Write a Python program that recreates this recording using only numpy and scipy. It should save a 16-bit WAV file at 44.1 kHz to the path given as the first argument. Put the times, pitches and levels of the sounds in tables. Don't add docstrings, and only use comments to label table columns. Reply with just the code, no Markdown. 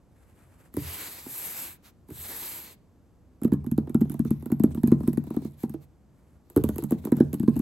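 import sys
import numpy as np
from scipy import signal
from scipy.fft import rfft, irfft, next_fast_len
from scipy.io import wavfile
from scipy.ndimage import uniform_filter1d, map_coordinates

SR = 44100
rng = np.random.default_rng(int(sys.argv[2]) if len(sys.argv) > 2 else 0)


def bounce(signal):
    frames = np.transpose(np.atleast_2d(signal))
    limited = np.clip(frames, -1, 1)
    pcm = np.round(limited * 32767).astype(np.int16)
    wavfile.write(sys.argv[1], SR, pcm)


N = 335601


# (frequency [Hz], level [dB], decay time t60 [s]); the struck spot scales the frequency
LID = [(236, 4, 0.085), (185, -15.5, 0.44), (282, -4, 0.057), (320.2, -5.5, 0.092), (349, -15.5, 0.23),
       (440, -19, 0.053)]
# (frequency [Hz], level [dB], decay time t60 [s])
BOX = [(66.8, -30, 0.27), (88, -26, 0.23), (125.2, -21, 0.66), (145.6, -3, 0.42), (186.6, -23, 0.41),
       (238.5, -21.5, .25), (301, -27.5, 0.16)]
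PAD_LAG_S = 0.0022
FINGER_PAN_DB = 2
# (time [s], thump level [dB], lid pitch at the spot [Hz], pad contact [ms], nail tick level [dB])
TAPS = [(0.740, -31.5, 247, 2.4, -49), (0.767, -16.5, 291, 1.65, -39.5), (1.262, -31, 260, 0.8, -66),
        (2.086, -36, 275, 2.25, -62), (2.103, -31.5, 312, 1.7, -53), (3.416, -20, 233, 2.7, -57),
        (3.434, -23, 250, 4.2, -43), (3.446, -7, 230, 2.26, -44), (3.519, -7.5, 225, 2.83, -55),
        (3.534, -11, 205.5, 2.5, -46.5), (3.664, -19, 240, 3.8, -52.5), (3.714, -13, 234, 4.6, -45.5),
        (3.778, -8, 226.5, 1.9, -46.5), (3.895, -24.5, 239, 3, -54), (3.945, -6, 232.5, 3.27, -43.5),
        (4.008, -13.5, 231, 3.65, -51), (4.013, -8.5, 227, 3.2, -48.5), (4.097, -20.5, 219, 3.7, -45.5),
        (4.118, -27, 243, 3.6, -47.5), (4.141, -23, 233, 3, -52), (4.193, -10.5, 234, 4.2, -47),
        (4.249, -16.5, 232, 3.1, -54.5), (4.306, -9.5, 226, 3.37, -43.5), (4.424, -30.5, 247, 2, -56.5),
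        (4.458, -22.5, 235, 1.8, -49), (4.518, -9, 235, 3.5, -41.5), (4.597, -10, 221, 3.4, -50),
        (4.636, -3, 233, 2.3, -37), (4.747, -22, 226, 2.1, -46.5), (4.773, -17.5, 233, 3.6, -61),
        (4.833, -6, 237, 3.4, -46), (4.874, -12, 221, 3, -42), (4.917, -1.5, 236, 2.3, -49.5),
        (5.004, -21, 216, 1.3, -58), (5.032, -21, 236, 4.1, -61), (5.076, -7.5, 242, 3.2, -41),
        (5.131, -26, 224, 2.2, -45.5), (5.173, -11.5, 235, 2.4, -45.5), (5.239, -36, 202, 1.2, -57.5),
        (5.268, -28.5, 208, 1.1, -60), (5.304, -19, 230, 2.2, -53.5), (5.365, -12.5, 238, 2.34, -52.5),
        (5.448, -19.5, 225, 2.3, -55), (5.633, -14.5, 232, 1.56, -47), (5.695, -27.5, 217, 3.8, -51),
        (5.739, -22.5, 325, 3, -58), (6.500, -42, 354, 2.6, -54.5), (6.562, -5.5, 310, 1.08, -36),
        (6.573, -7, 308, 1.44, -43.5), (6.638, -10.5, 225, 0.51, -35), (6.689, -15, 214, 0.47, -38),
        (6.759, -25, 230, 1.1, -46), (6.782, -18.5, 343, 2.7, -36.5), (6.823, -22.5, 310, 3.6, -50),
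        (6.838, -18.5, 212, 2.6, -39.5), (6.908, -20, 233, 0.66, -43.5), (6.919, -8.5, 230, 1.7, -46),
        (7.051, -19, 214, 0.75, -42.5), (7.070, -21.5, 300, 1.1, -55), (7.119, -5.5, 242, 1.3, -45.5),
        (7.168, -20.5, 218, 3.2, -47.5), (7.202, -1.5, 243, 1.85, -47.5), (7.330, -19, 202, 0.67, -40),
        (7.341, -17.5, 213, 2.5, -39.5), (7.397, -13.5, 238, 4.5, -47), (7.430, -14.5, 213, 3.1, -55),
        (7.477, -4, 232, 2.5, -56), (7.557, -19, 238, 4.6, -56), (7.565, -17, 221, 3, -48),
        (7.592, -14, 240, 3.9, -45.5)]


def finger_pads(taps):
    out = np.zeros((2, N))
    for s, db, hz, contact_ms, _ in taps:
        lid = response(LID, shift=hz / LID[0][0], scatter_db=-3.5)
        body = lid + response(BOX, scatter_db=-2.5)
        pan_db = FINGER_PAN_DB * rng.standard_normal()
        pan = undb(pan_db * np.array([[1], [-1]]) / 2)
        add(out, s + PAD_LAG_S, pan * thump(body, db, contact_ms))
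    return out


# (frequency [Hz], level [dB], decay time t60 [s])
ROCKING = [(84.5, -3, 0.054), (123.4, 0.5, 0.24), (150.6, -2.5, 0.4)]
# (time [s], thump level [dB], contact [ms])
LANDINGS = [(0.778, -23, 1.37), (2.114, -33, 3.2), (6.572, -17.5, 2.8), (6.64, -19, 2.1)]


def landings():
    out = np.zeros((2, N))
    for s, db, contact_ms in LANDINGS:
        add(out, s, thump(response(ROCKING), db, contact_ms))
    return out


def thumps(taps):
    lowest_hz, flesh_hz = 64, 540
    band = signal.butter(3, [lowest_hz, flesh_hz], "band", fs=SR, output="sos")
    return signal.sosfiltfilt(band, finger_pads(taps) + landings(), padtype="even")


LID_SPREAD = 0.645


def response(modes, shift=1, scatter_db=0, size=16384):
    f = np.arange(size // 2 + 1) * SR / size
    s = 2j * np.pi * f
    hz, db, t60 = np.transpose(modes)[:, :, None]
    scatter = scatter_db * rng.standard_normal(db.shape) * (db < db.max())
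    gain = undb(db + scatter)
    damping = 2 * np.log(1000) / t60
    rings = gain * damping * s / (s * s + damping * s + (2 * np.pi * hz * shift) ** 2)
    return rings.sum(0) * np.exp(-1j * LID_SPREAD * np.sqrt(f))


def thump(body, db, contact_ms):
    ms = np.arange(2 * (len(body) - 1)) * 1000 / SR
    shortest_ms = .5
    push = np.sin(np.pi * np.minimum(ms / max(contact_ms, shortest_ms), 1)) ** 2
    ring = irfft(rfft(push) * body)
    return ring * undb(db) / abs(ring).max()


KNOCK_DB, KNOCK_DB_PER_DB, KNOCK_DB_PER_OCTAVE, KNOCK_DB_PER_MS = -32.5, 0.6566, 5.5, -1.69
# (frequency [Hz], relative level [dB per Hz])
TICK = [(2000, -16), (4000, -21.5), (5500, -25.5), (7000, -16), (8600, -9.5), (11600, -1), (13000, -6.5),
        (14800, -8), (16500, -15)]
# (frequency [Hz], relative level [dB per Hz])
KNOCK = [(350, -20.5), (620, 5), (950, 3), (1250, -4), (1600, -9), (2300, -19.5), (3000, -21.5),
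         (3800, -20.5), (6500, -31.5)]


def nails(taps):
    ticks, knocks = np.zeros((2, 2, N))
    spread_db = 2.8
    for s, db, hz, contact_ms, tick_db in taps:
        octaves = np.log2(hz / LID[0][0])
        knock_db = KNOCK_DB + KNOCK_DB_PER_DB * db
        knock_db += KNOCK_DB_PER_OCTAVE * octaves + KNOCK_DB_PER_MS * contact_ms
        tick = burst(rise_s=0.00058, fall_s=0.00071, tail_db=-28.5, tail_s=0.012, width=0.024)
        knock = burst(rise_s=0.00074, fall_s=0.0024, tail_db=-13, tail_s=0.015, width=0.45)
        add(ticks, s, undb(tick_db) * spot(tick, spread_db))
        add(knocks, s + .0006, undb(knock_db) * spot(knock, spread_db))
    return undb(3.0) * colour(ticks, TICK) + undb(2.0) * colour(knocks, KNOCK)


def burst(rise_s, fall_s, tail_db, tail_s, width, size=3000):
    t = np.arange(size) / SR
    onset = (1 - np.exp(-t / rise_s)) ** 2
    decay = np.exp(-t / fall_s) + undb(tail_db) * np.exp(-t / tail_s)
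    shape = onset * decay
    return pair(width, size) * shape / np.sqrt(np.mean(shape[:size // 10] ** 2))


def spot(sound, spread_db, count=26):
    hz = np.geomspace(450, 7000, count)
    db = spread_db * rng.standard_normal(count)
    db[[0, -1]] = 0
    return colour(sound, np.column_stack([hz, db]))


# (start time [s], speeding up [s], steady [s], slowing down [s], relative hiss level [dB], relative rasp level [dB])
BOUTS = [(3.3, 1.3, 1.02, 0.24, -68.5, -67), (6.419, 0.18, 1.2, 0.3, -65.5, -64)]
TOUCHES_PER_S = 6
TOUCH_DB, TOUCH_HZ, TOUCH_CONTACT_MS, TOUCH_TICK_DB, TOUCH_SPREAD_DB = -30.5, 262, 1.55, -64.5, 5


def touches():
    rows = []
    for start_s, rise_s, hold_s, *_ in BOUTS:
        for k, (late, force, nail) in enumerate(rng.standard_normal(size=(24, 3))):
            s = (k + 1 + np.tanh(late) / 2) / TOUCHES_PER_S
            if s < rise_s + hold_s:
                db = TOUCH_DB + TOUCH_SPREAD_DB * force
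                tick_db = TOUCH_TICK_DB + TOUCH_SPREAD_DB * nail
                rows.append((start_s + s, db, TOUCH_HZ, TOUCH_CONTACT_MS, tick_db))
    return rows


# (frequency [Hz], relative level [dB per Hz])
HISS = [(3000, -35.5), (6000, -22.5), (7200, -14.5), (8500, -9.5), (10000, -10.5), (11600, -1.5),
        (13000, -8), (15500, -8.5)]
# (frequency [Hz], relative level [dB per Hz])
RASP = [(50, -39.5), (130, -3.5), (330, 1.5), (650, -4.5), (920, -1.5), (1300, -4), (2300, -1.5),
        (3000, -4.5), (3800, -2.5), (5500, -7), (9000, -8)]
# (start time [s], speeding up [s], steady [s], slowing down [s], relative hiss level [dB], relative rasp level [dB])
STROKES = [(0.715, 0.22, 0.027, 0.38, -42.5, -43.5), (1.195, 0.18, 0.22, 0.19, -41.5, -45.5),
           (1.815, 0.05, 0.002, 0.055, -65, -58), (2.06, 0.25, 0.19, 0.23, -42, -45),
           (2.56, 0.079, 0.07, 0.055, -57, -54), (5.56, 0.064, 0.003, 0.04, -58.5, -61),
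           (5.795, 0.035, 0.0033, 0.029, -69.5, -68)]


def strokes():
    hiss, rasp = rubbing(STROKES)
    skin = undb(5.5) * hiss * friction(HISS, width=0.049, grain_db=1.0, waver_db=1.03)
    board = undb(2.0) * rasp * friction(RASP, width=0.42, grain_db=0.0, waver_db=1.5)
    return wander(skin, spread_db=1.3, rate=9.8) + wander(board, spread_db=2.0, rate=8.7)


SKID_RISE_S, SKID_FALL_S, RESTING_DB = 0.006, 0.024, -1.5


def drags(taps):
    hiss, rasp = rubbing(BOUTS)
    t = np.arange(SR // 3) / SR
    skid = (1 - np.exp(-t / SKID_RISE_S)) * np.exp(-t / SKID_FALL_S)
    power = np.full(N, undb(RESTING_DB) ** 2)
    for s, *_ in taps:
        add(power, s, (skid / skid.max()) ** 2)
    pressure = np.sqrt(power) * undb(1.5 * walk(14))
    skin = hiss * friction(HISS, width=0.31, grain_db=6.0, waver_db=2)
    board = rasp * friction(RASP, width=0.77, grain_db=0.0, waver_db=4.0)
    return wander(pressure * (skin + board), spread_db=4.0, rate=11)


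HISS_POWER, RASP_POWER = 1.82, 1.55
RASP_LATER = 0.29


def rubbing(moves):
    hiss, rasp = np.zeros((2, N))
    for start_s, rise_s, hold_s, fall_s, hiss_db, rasp_db in moves:
        lean_s = min(RASP_LATER * rise_s, hold_s)
        skin_speed = glide(start_s, rise_s, hold_s, fall_s)
        board_speed = glide(start_s, rise_s + lean_s, hold_s - lean_s, fall_s)
        hiss = np.hypot(hiss, undb(hiss_db) * skin_speed ** HISS_POWER)
        rasp = np.hypot(rasp, undb(rasp_db) * board_speed ** RASP_POWER)
    return hiss, rasp


def glide(start_s, rise_s, hold_s, fall_s):
    t = np.arange(N) / SR - start_s
    rising = t / max(rise_s, 1 / SR)
    falling = (rise_s + hold_s + fall_s - t) / max(fall_s, 1 / SR)
    return np.sin(np.pi / 2 * np.clip(np.minimum(rising, falling), 0, 1))


def friction(spectrum, width, grain_db, waver_db):
    slips = undb(grain_db * walk(1500) + waver_db * walk(45))
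    return colour(pair(width) * slips / np.sqrt(np.mean(slips ** 2)), spectrum)


def wander(x, spread_db, rate, count=24):
    hz, s, bands = signal.stft(x, SR, nperseg=1024)
    place = np.interp(np.log(hz + 1), np.log([500, 16000]), [0, count - 1])
    levels = rng.standard_normal((int(s[-1] * rate) + 2, count)).T
    grid = np.meshgrid(place, s * rate, indexing="ij")
    db = spread_db * map_coordinates(levels, grid, order=1, mode="nearest")
    return signal.istft(bands * undb(db), SR)[1][:, :N]


# (frequency [Hz], relative level [dB per Hz])
CLOTH = [(300, 7), (1500, 3.5), (2200, 0), (3500, -10), (6000, -13), (8000, -4.5), (11600, -3.5),
         (15000, -17)]
# (start time [s], speeding up [s], steady [s], slowing down [s], level [dB])
SLEEVES = [(0.06, 0.42, 0.17, 0.067, -64), (6.1, 0.16, 0.017, 0.15, -73)]


def sleeves():
    level = sum(undb(db) * glide(*timing) for *timing, db in SLEEVES)
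    return level * friction(CLOTH, width=0.46, grain_db=2.0, waver_db=2.7)


# (delay [ms], gain [ratio])
NEAR_ECHOES = [(3.1, 0.033), (9.5, 0.094)]


def near_echoes(x):
    out = x.copy()
    for ms, gain in NEAR_ECHOES:
        for side in range(2):
            add(out[side], ms / 1000 * rng.uniform(.97, 1.03), gain * x[side])
    return out


# (frequency [Hz], relative level [dB])
ROOM_COLOUR = [(60, 32), (200, 1.5), (350, -4), (600, 6), (1500, 2), (5000, -3), (9000, -19), (15000, -34)]


def room(x, wet_db, t60_s, first_s, size=22050):
    t = np.arange(size) / SR
    decay = np.exp(-np.log(1000) * t / t60_s) * np.clip(t / first_s - 1, 0, 1)
    mid, side = rng.standard_normal((2, size)) * decay
    side = signal.sosfilt(signal.butter(1, 700, "high", fs=SR, output="sos"), side)
    echoes = np.array([mid + side, mid - side]) / np.sqrt(2 * np.sum(mid ** 2))
    return undb(wet_db) * signal.fftconvolve(x, colour(echoes, ROOM_COLOUR), axes=1)[:, :N]


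ROOM_TONE_DB = -57.5
# (frequency [Hz], relative level [dB])
ROOM_TONE = [(20, -22), (40, -5), (70, 0), (125, -5), (280, -10), (420, -17), (1000, -27), (2000, -38),
             (4000, -44), (8000, -43), (12000, -44), (16000, -56)]


def room_tone():
    return undb(ROOM_TONE_DB) * colour(pair(width=0.32), ROOM_TONE)


def undb(db):
    return 10 ** (np.asarray(db) / 20)


def colour(x, points):
    size = 2 * next_fast_len(x.shape[-1] // 2 + 2048)
    hz, db = np.transpose(points)
    f = np.arange(size // 2 + 1) * SR / size
    gain = undb(np.interp(np.log(f + 1), np.log(hz), db))
    cepstrum = irfft(np.log(gain / np.sqrt(np.mean(gain ** 2))))
    cepstrum[1:size // 2] *= 2
    cepstrum[size // 2 + 1:] = 0
    return irfft(rfft(x, size) * np.exp(rfft(cepstrum)))[..., :x.shape[-1]]


def pair(width, size=N):
    mid, side = rng.standard_normal((2, size))
    return np.array([mid + width * side, mid - width * side]) / np.sqrt(1 + width ** 2)


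def walk(rate):
    hold = max(int(SR / rate), 1)
    steps = np.repeat(rng.standard_normal(N // hold + 1), hold)
    return uniform_filter1d(steps, hold)[:N] * np.sqrt(3 / 2)


def add(out, s, sound):
    start = int(round(s * SR))
    out[..., start:start + sound.shape[-1]] += sound[..., :max(N - start, 0)]


def scene():
    right_db = 1.1
    pan = undb(np.array([[-right_db], [right_db]]) / 2)
    taps = TAPS + touches()
    sliding = strokes() + drags(taps) + sleeves()
    box = pan * thumps(taps) + near_echoes(pan * nails(taps) + sliding)
    return box + room(box, wet_db=-8, t60_s=0.42, first_s=0.0052) + room_tone()


TOP_HZ = 15900
# (frequency [Hz], phase by which the left leads [radians])
PORT_PHASE = [(2100, 0), (3200, -1.1), (4400, -.3), (5400, -1.2), (6200, -.2), (7000, 0), (8000, .6),
              (9700, 3.14), (12200, 6.28), (14750, 9.42), (15600, 10.3)]


def record(dry):
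    lead = np.interp(np.arange(N + 1) * SR / (2 * N), *np.transpose(PORT_PHASE))
    turn = np.exp(.5j * np.array([lead, -lead]))
    ports = irfft(rfft(dry, 2 * N) * turn)[:, :N]
    ports = signal.sosfiltfilt(signal.butter(3, 36, "high", fs=SR, output="sos"), ports, padtype="even")
    return signal.sosfilt(signal.ellip(10, .2, 70, TOP_HZ, fs=SR, output="sos"), ports)


dry = scene()
out = record(dry)
bounce(out)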